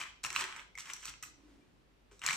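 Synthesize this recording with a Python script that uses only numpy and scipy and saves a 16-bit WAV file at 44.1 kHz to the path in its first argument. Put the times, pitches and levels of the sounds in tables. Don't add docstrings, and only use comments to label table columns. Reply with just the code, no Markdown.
import sys
import numpy as np
from scipy import signal
from scipy.fft import rfft, irfft
from scipy.io import wavfile
from scipy.ndimage import uniform_filter1d

SR = 44100
rng = np.random.default_rng(int(sys.argv[2]) if len(sys.argv) > 2 else 0)


def makeup_ratio(level_db):
    decades = np.asarray(level_db, float) / 20
    return 10 ** decades


def waveform_to_disk(signal):
    frames = np.transpose(np.atleast_2d(signal))
    scaled = np.clip(frames, -1, 1) * 32767
    samples = np.round(scaled).astype(np.int16)
    wavfile.write(sys.argv[1], SR, samples)


N = 104164

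# (frequency [Hz], level [dB per Hz])
DISH_SPECTRUM = [(300, -12), (760, -13), (950, -5.5), (1400, -3), (2300, -3), (3100, -1), (3700, -1.5),
                 (8000, -26), (15000, -67)]
# (frequency [Hz], level [dB per Hz])
JINGLE_SPECTRUM = [(2500, -24), (4000, -3.5), (5000, -7), (5800, 0.5), (6500, -4.5), (7900, -0.5),
                   (10400, -21), (14800, -19), (16200, -40)]
# (frequency [Hz], level [dB], t60 [s])
CHARM_MODES = [(5730, -4, .05), (5916, -7, .06), (6630, -10, .06), (7250, -8, .06), (7800, -3, .05),
               (8050, -6, .06), (9100, -14, .06), (10190, -22, .08), (12650, -22, .07)]


def evened(x):
    return x / np.sqrt(np.mean(x ** 2) + 1e-20)


def read(points, hz):
    f, value = np.transpose(points)
    return np.interp(np.log(hz + 1), np.log(f + 1), value)


def add(mix, s, sound):
    part = mix[max(round(s * SR), 0):][:len(sound)]
    part += sound[:len(part)]


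def click(points):
    hz = abs(np.fft.fftfreq(2048, 1 / SR))
    log_gain = np.log(makeup_ratio(np.maximum(read(points, hz), -100)))
    minimum_phase = np.exp(signal.hilbert(log_gain).conj())
    taps = np.fft.ifft(minimum_phase).real[:1024]
    return taps / np.linalg.norm(taps)


def resonate(x, hz, width):
    turn = np.exp(2j * np.pi * hz * np.arange(x.shape[-1]) / SR)
    r = np.exp(-np.pi * width / SR)
    return 2 * (turn * signal.lfilter([1 - r], [1, -r], x / turn)).real


def ring(hz, db, t60, size=9000):
    t = np.arange(size) / SR
    return makeup_ratio(db - 60 * t / t60) * np.sin(2 * np.pi * hz * t)


def grains(per_s, spread_db):
    hit = rng.random(N) < per_s / SR
    size = makeup_ratio(spread_db * np.minimum(rng.exponential(1, N), 3))
    x = hit * rng.choice([-1., 1.], N) * size
    return x / np.sqrt(uniform_filter1d(x ** 2, size=500) + 0.44 * np.mean(x ** 2))


def floor():
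    # (frequency [Hz], level [dB per Hz])
    air_spectrum = [(12, -44), (22, -15.5), (44, -12), (77, -9.5), (301, -17), (399, -17), (718, -22.5),
                    (2750, -28), (16000, -49.5)]
    # (frequency [Hz], left-right coherence [-1 to 1])
    coherence = [(60, 0.093), (240, 0.58), (950, -0.17), (3770, 0.13), (15000, -0.15)]
    air_db, hum_db, hum_hz = -68.5, -72, 49.96
    frames, hz = N // 512 + 5, np.fft.rfftfreq(2048, 1 / SR)
    a, b, c, d = rng.standard_normal((frames, 1025, 4)).T
    same = np.clip(read(coherence, hz), -1, 1)[:, None]
    left, other = a + 1j * b, c + 1j * d
    right = same * left + np.sqrt(1 - same ** 2) * other
    z = np.array([left, right]) * makeup_ratio(read(air_spectrum, hz)[:, None])
    air = evened(signal.istft(z, nperseg=2048, noverlap=1536)[1][:, :N])
    hum = resonate(rng.standard_normal(N), hum_hz, 6.9)
    hum = evened(resonate(hum, hum_hz, 4.3))
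    return makeup_ratio(air_db) * air + makeup_ratio(hum_db) * hum


def sleeve():
    # (time [s], level [dB])
    rubbing = [
        (1.26, -77.5),
        (1.5, -64),
        (1.594, -70),
        (1.938, -85),
        (1.954, -110),
        (1.983, -87),
        (2.0, -98),
    ]
    # (frequency [Hz], level [dB per Hz])
    rustle_spectrum = [(300, -29), (700, -5.5), (2400, -11.5), (8000, -18.5), (12000, -31)]
    rub_hz, width_hz, rustle_db = 284, 90, -7
    s, db = np.transpose(rubbing)
    rub = resonate(grains(405.6, 7.9), rub_hz, width_hz)
    rub = resonate(rub, rub_hz, 2 * width_hz)
    rustle = signal.oaconvolve(grains(4800, 2.2), click(rustle_spectrum))[:N]
    strength = makeup_ratio(np.interp(np.arange(N) / SR, s, db, -120, -120))
    return (evened(rub) + makeup_ratio(rustle_db) * rustle) * strength


def thuds():
    # (time [s], peak level [dB], frequency [Hz], t60 [s])
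    bumps = [(0.249, -57, 126.5, 0.19), (0.304, -65.5, 368, 0.3), (0.419, -49.5, 379, 0.19),
             (0.426, -58, 121, 0.11), (0.791, -66, 120, 0.25), (1.08, -58, 120.7, 0.35),
             (1.227, -59, 121, 0.13), (2.115, -59, 409, 0.12), (2.236, -51, 246, 0.041),
             (2.29, -52.5, 135, 0.136), (2.333, -52.5, 206, 0.1)]
    rise_s = 0.0066
    out, t = np.zeros(N), np.arange(9000) / SR
    for (s, db, hz, t60), shake in zip(bumps, rng.standard_normal((20, 9000))):
        shudder = evened(resonate(shake, hz, 0.15 * hz)) * makeup_ratio(db + 5 - 60 * t / t60)
        add(out, s, (ring(hz, db, t60) + shudder * 0.38) * np.minimum(t / rise_s, 1))
    return out


def tinks():
    # (time [s], peak level [dB], frequency [Hz], t60 [s])
    ringing = [(.303, -57, 5600, 0.022), (.362, -25, 4030, 0.011), (.7525, -37.5, 2166, .035),
               (.7765, -44, 2090, 0.024), (.785, -46.5, 2103, .03), (.934, -32.5, 5854, 0.026),
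               (.934, -54, 8300, 0.022), (.934, -52, 12750, 0.032), (1.226, -47, 5910, 0.1),
               (1.225, -60, 8260, 0.22), (1.228, -43.5, 1232, 0.04), (1.226, -44, 6600, 0.039),
               (1.228, -44, 1940, .03), (1.232, -44, 2740, 0.037), (1.612, -71, 2370, 0.11),
               (1.226, -60, 11200, .12), (1.226, -58, 13300, .12), (1.226, -60, 14600, .09),
               (1.055, -58, 14200, .06), (.934, -58, 10900, .07), (1.226, -52, 7400, .08),
               (.7455, -56, 2200, .02), (2.263, -35.5, 5900, 0.017), (2.263, -36, 4200, .012)]
    rise_cycles = 4.5
    out, t = np.zeros(N), np.arange(9000) / SR
    for s, db, hz, t60 in ringing:
        add(out, s, ring(hz, db, t60) * np.minimum(t * hz / rise_cycles, 1))
    return out


def stirring():
    # (time [s], effort [dB], metal share [dB])
    strokes = [
        [(0, -39.5, -11.5), (.03, -48.5, -8), (.055, -49.5, -18.5), (.1, -58.5, -15)],
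        [(.234, -48, 2), (.25, -42.5, -4.5), (.268, -44.5, -9), (.285, -55.5, -18), (.35, -46, -6.5),
         (.41, -36, -10.5), (.47, -51.5, -16), (.6, -50, -18), (.64, -68, -11)],
        [(.772, -59, -10.5), (.8, -55.5, 2.5), (.84, -59.5, -10.5), (.9, -48, -9.5), (.965, -60, -8),
         (1.018, -64, -1), (1.03, -53, -8), (1.095, -51, -2), (1.17, -88, -31)],
        [(1.228, -51, -30), (1.256, -61, -2), (1.3, -80.5, 9)],
        [(2.112, -61.5, -11), (2.14, -72, -4.5), (2.205, -82, 0), (2.22, -54, -17), (2.245, -39.5, -14),
         (2.3, -44, -5.5), (2.335, -42, -6), (2.36, -52, -1.5)],
    ]
    stroke_tilts = [4, -2, 1.5, 0, -1]
    # (frequency [Hz], level [dB per Hz])
    drum_spectrum = [(60, -11), (120, 8), (370, 4), (800, 1)]
    skid_db, drum_db, clink_db, clink_ring_db = -2, -29, 5.5, -23.5
    skid_t60, spots = 0.008, 16
    t, effort, metal, tilt_db = np.arange(N) / SR, np.zeros(N), np.zeros(N), np.zeros(N)
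    for rows, tilt in zip(strokes, stroke_tilts):
        s, db, rel_db = np.transpose(rows)
        edge = np.clip(np.minimum(t - s[0] + .002, s[-1] + .01 - t) / .004, 0, 1)
        effort += edge * makeup_ratio(np.interp(t, s, db))
        tilt_db += edge * tilt
        metal += edge * makeup_ratio(np.interp(t, s, db + rel_db))

    slips = effort * grains(2600, 3.5)
    spot, skids = rng.integers(0, spots, N), np.zeros(N)
    for k, hz in enumerate(np.geomspace(950, 3250, spots)):
        note = ring(hz, 0, skid_t60, size=800)
        here = slips * (spot == k) * makeup_ratio(tilt_db * np.log2(hz / 1800))
        skids += signal.oaconvolve(here, note / np.linalg.norm(note))[:N]

    clinks = metal * grains(3000, 3.5)
    which = rng.integers(0, len(CHARM_MODES), N)
    out = makeup_ratio(skid_db) * signal.oaconvolve(skids + .5 * slips, click(DISH_SPECTRUM))[:N] * .5
    out += makeup_ratio(drum_db) * signal.oaconvolve(slips, click(drum_spectrum + [(2000, -76)]))[:N]
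    out += makeup_ratio(clink_db) * signal.oaconvolve(clinks, click(JINGLE_SPECTRUM))[:N]
    for k, (hz, db, t60) in enumerate(CHARM_MODES):
        mode = ring(hz, db, t60) / np.sqrt(t60 * SR / 28 / len(CHARM_MODES))
        out += makeup_ratio(clink_ring_db) * signal.oaconvolve(clinks * (which == k), mode)[:N]
    return out


def knocks():
    # (time [s], peak level [dB], dish note [Hz], metal share [dB])
    dish_knocks = [(0.0263, -31.5, 3130, -13), (0.245, -26.5, 2840, -35), (0.2627, -28, 2350, -2.5),
                   (0.303, -29.5, 2430, -2), (0.3614, -15, 2670, -13.5), (0.5247, -31.5, 2390, -17),
                   (0.5625, -33.5, 2400, -10), (0.5941, -31.5, 2210, -25), (0.753, -49, 2100, -2.5),
                   (0.776, -32, 2130, -10), (0.7851, -35, 2240, -4.5), (0.9022, -33, 3010, -7.5),
                   (0.935, -42, 2580, 8), (1.0292, -42, 2160, -32), (1.054, -34, 2490, 0),
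                   (1.08, -31, 2480, -25), (1.088, -35, 3000, -23), (1.226, -36, 2000, -1),
                   (1.2354, -34, 2630, -4.5),
                   (2.115, -56, 1400, -22), (2.193, -55, 2440, 6.5), (2.217, -33.5, 2820, -12),
                   (2.223, -36, 2360, -27), (2.238, -28, 2130, -9), (2.2632, -23.5, 2470, 0.5),
                   (2.277, -21.5, 2230, -10.5), (2.287, -14, 1786, -38), (2.2952, -21, 2040, -11),
                   (2.3073, -20, 2240, -14.5), (2.316, -25, 2250, -13), (2.329, -27.5, 2330, -4),
                   (0.0048, -48, 2430, -27), (0.0132, -23, 2500, -28), (0.0359, -30, 2070, -37),
                  (0.239, -30, 2340, -7), (0.2481, -20.5, 2660, -13), (0.265, -34, 2220, -11),
                  (0.3055, -32.5, 2040, -20), (0.3273, -33.5, 2360, -4), (0.3509, -29.5, 2160, -22),
                  (0.3697, -31, 2780, -20), (0.3972, -30, 2420, -15), (0.4048, -29.5, 1700, -7.5),
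                  (0.409, -26, 2200, -10), (0.4147, -33, 2270, -25), (0.4211, -28, 2420, -21),
                  (0.4398, -25.5, 1980, -10), (0.4502, -32.5, 1580, -20), (0.454, -36, 2420, -14),
                  (0.477, -34, 1720, -18), (0.4887, -38, 2230, -14), (0.5089, -39, 1870, -12),
                  (0.5348, -42, 1945, -23), (0.5681, -45, 1790, -4), (0.5833, -58, 2530, -23),
                  (0.6023, -39, 1890, -12), (0.615, -45.5, 2080, -20), (0.7936, -43, 2380, -3),
                  (0.7977, -41, 2430, 0), (0.8056, -36.5, 3320, -3), (0.8559, -42, 2500, -6),
                  (0.8707, -39, 1600, -22), (0.899, -30, 2160, -19), (0.9071, -48, 2660, -4),
                  (0.9641, -37, 2080, -7), (1.102, -51, 2690, -7), (1.1386, -40, 2530, -15),
                  (2.234, -37, 2540, -11), (2.2511, -28.5, 1720, -19), (2.2725, -27, 2380, -10),
                  (2.3035, -21.5, 2190, -25), (2.3316, -27.5, 2330, -15), (2.3529, -39, 2410, -14)]
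    note_db, low_note_db, blow_db, crack_db, tick_db, ring_db = -4.5, -16, -18, -7.5, 3, -20.5
    note_t60, burst_t60, rise_s = 0.0071, 0.011, 0.00096
    low_note_hz = 1302
    out, crack, tick = np.zeros(N), click(DISH_SPECTRUM), click(JINGLE_SPECTRUM)
    t = np.arange(800) / SR
    rise = np.sin(np.pi / 2 * np.minimum(t / rise_s, 1)) ** 2
    events = dish_knocks
    for (s, db, hz, metal_db), luck in zip(events, rng.standard_normal((90, 830))):
        note = ring(hz, db + note_db, note_t60, size=800)
        low = ring(low_note_hz * (1 + 0.083 * luck[28]), db + low_note_db, 2 * note_t60, size=800)
        add(out, s, (note + low) * rise * 2)
        add(out, s + rise_s / 2, makeup_ratio(db + blow_db) * crack / abs(crack).max())

        burst = luck[30:] * makeup_ratio(-60 * t / burst_t60) * np.sqrt(rise)
        chatter, rattle = np.convolve(crack, burst), np.convolve(tick, burst)
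        add(out, s, makeup_ratio(db + crack_db) * chatter / abs(chatter).max())
        add(out, s, makeup_ratio(db + metal_db + tick_db) * rattle / abs(rattle).max())

        for (f, mode_db, t60), detune, gain in zip(CHARM_MODES, luck, luck[15:]):
            mode = ring(f * (1 + .015 * detune), mode_db + 3 * gain, t60)
            add(out, s, makeup_ratio(db + metal_db + ring_db) * mode)
    return out


def room(x):
    # (frequency [Hz], t60 [s])
    decay = [(200, 0.6), (700, 0.48), (1800, 0.38), (4600, 0.53), (10000, 0.22)]
    room_db = -5
    taps = np.zeros((2, SR // 2))
    at = np.arange(120, SR // 2 - 20, 20)
    at = at + rng.integers(0, 20, (2, len(at)))
    np.put_along_axis(taps, at, rng.choice([-1., 1.], at.shape), 1)
    hz, t, z = signal.stft(taps, SR, nperseg=256)
    z = z * makeup_ratio(-60 * t / read(decay, hz)[:, None])
    tail = signal.istft(z, SR, nperseg=256)[1]
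    tail = makeup_ratio(room_db) * tail / np.linalg.norm(tail[0])
    return signal.fftconvolve(x[None], tail, axes=1)[:, :N]


def near(x):
    near_db, edge_hz, turns_per_s = -4, 3000, 9
    t, out = np.arange(N) / SR, np.zeros(N)
    paths = rng.standard_normal((3, 60)) * makeup_ratio(-np.arange(60) / 4)
    for k, path in enumerate(paths):
        swing = np.cos(np.pi * (turns_per_s * t + k / 3))
        out += signal.oaconvolve(x * swing, path / np.linalg.norm(path))[:N]
    edge = signal.butter(1, edge_hz, "high", fs=SR, output="sos")
    return makeup_ratio(near_db) * signal.sosfilt(edge, out) * np.array([[1], [-1]])


def scene():
    dish_edge_hz, left_leads_s, pan_db = 800, 1.5e-5, -0.06
    edge = signal.butter(3, dish_edge_hz, "high", fs=SR, output="sos")
    dish = signal.sosfilt(edge, knocks() + tinks()) + stirring() + thuds() + sleeve()
    delay = np.exp(-2j * np.pi * np.fft.rfftfreq(N, 1 / SR) * left_leads_s)
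    late = irfft(rfft(dish) * delay, N)
    direct = np.array([dish * makeup_ratio(pan_db), late * makeup_ratio(-pan_db)])
    return direct + floor() + room(dish) + near(dish)


def low_pass(x):
    return signal.sosfilt(signal.butter(12, 16400, fs=SR, output="sos"), x)


def record(dry):
    mic_edge_hz = 15700
    edge = signal.firwin(101, mic_edge_hz, window=("kaiser", 5), fs=SR)
    mix = signal.oaconvolve(dry, edge[None], "same")
    return low_pass(mix)


dry = scene()
out = record(dry)
waveform_to_disk(out)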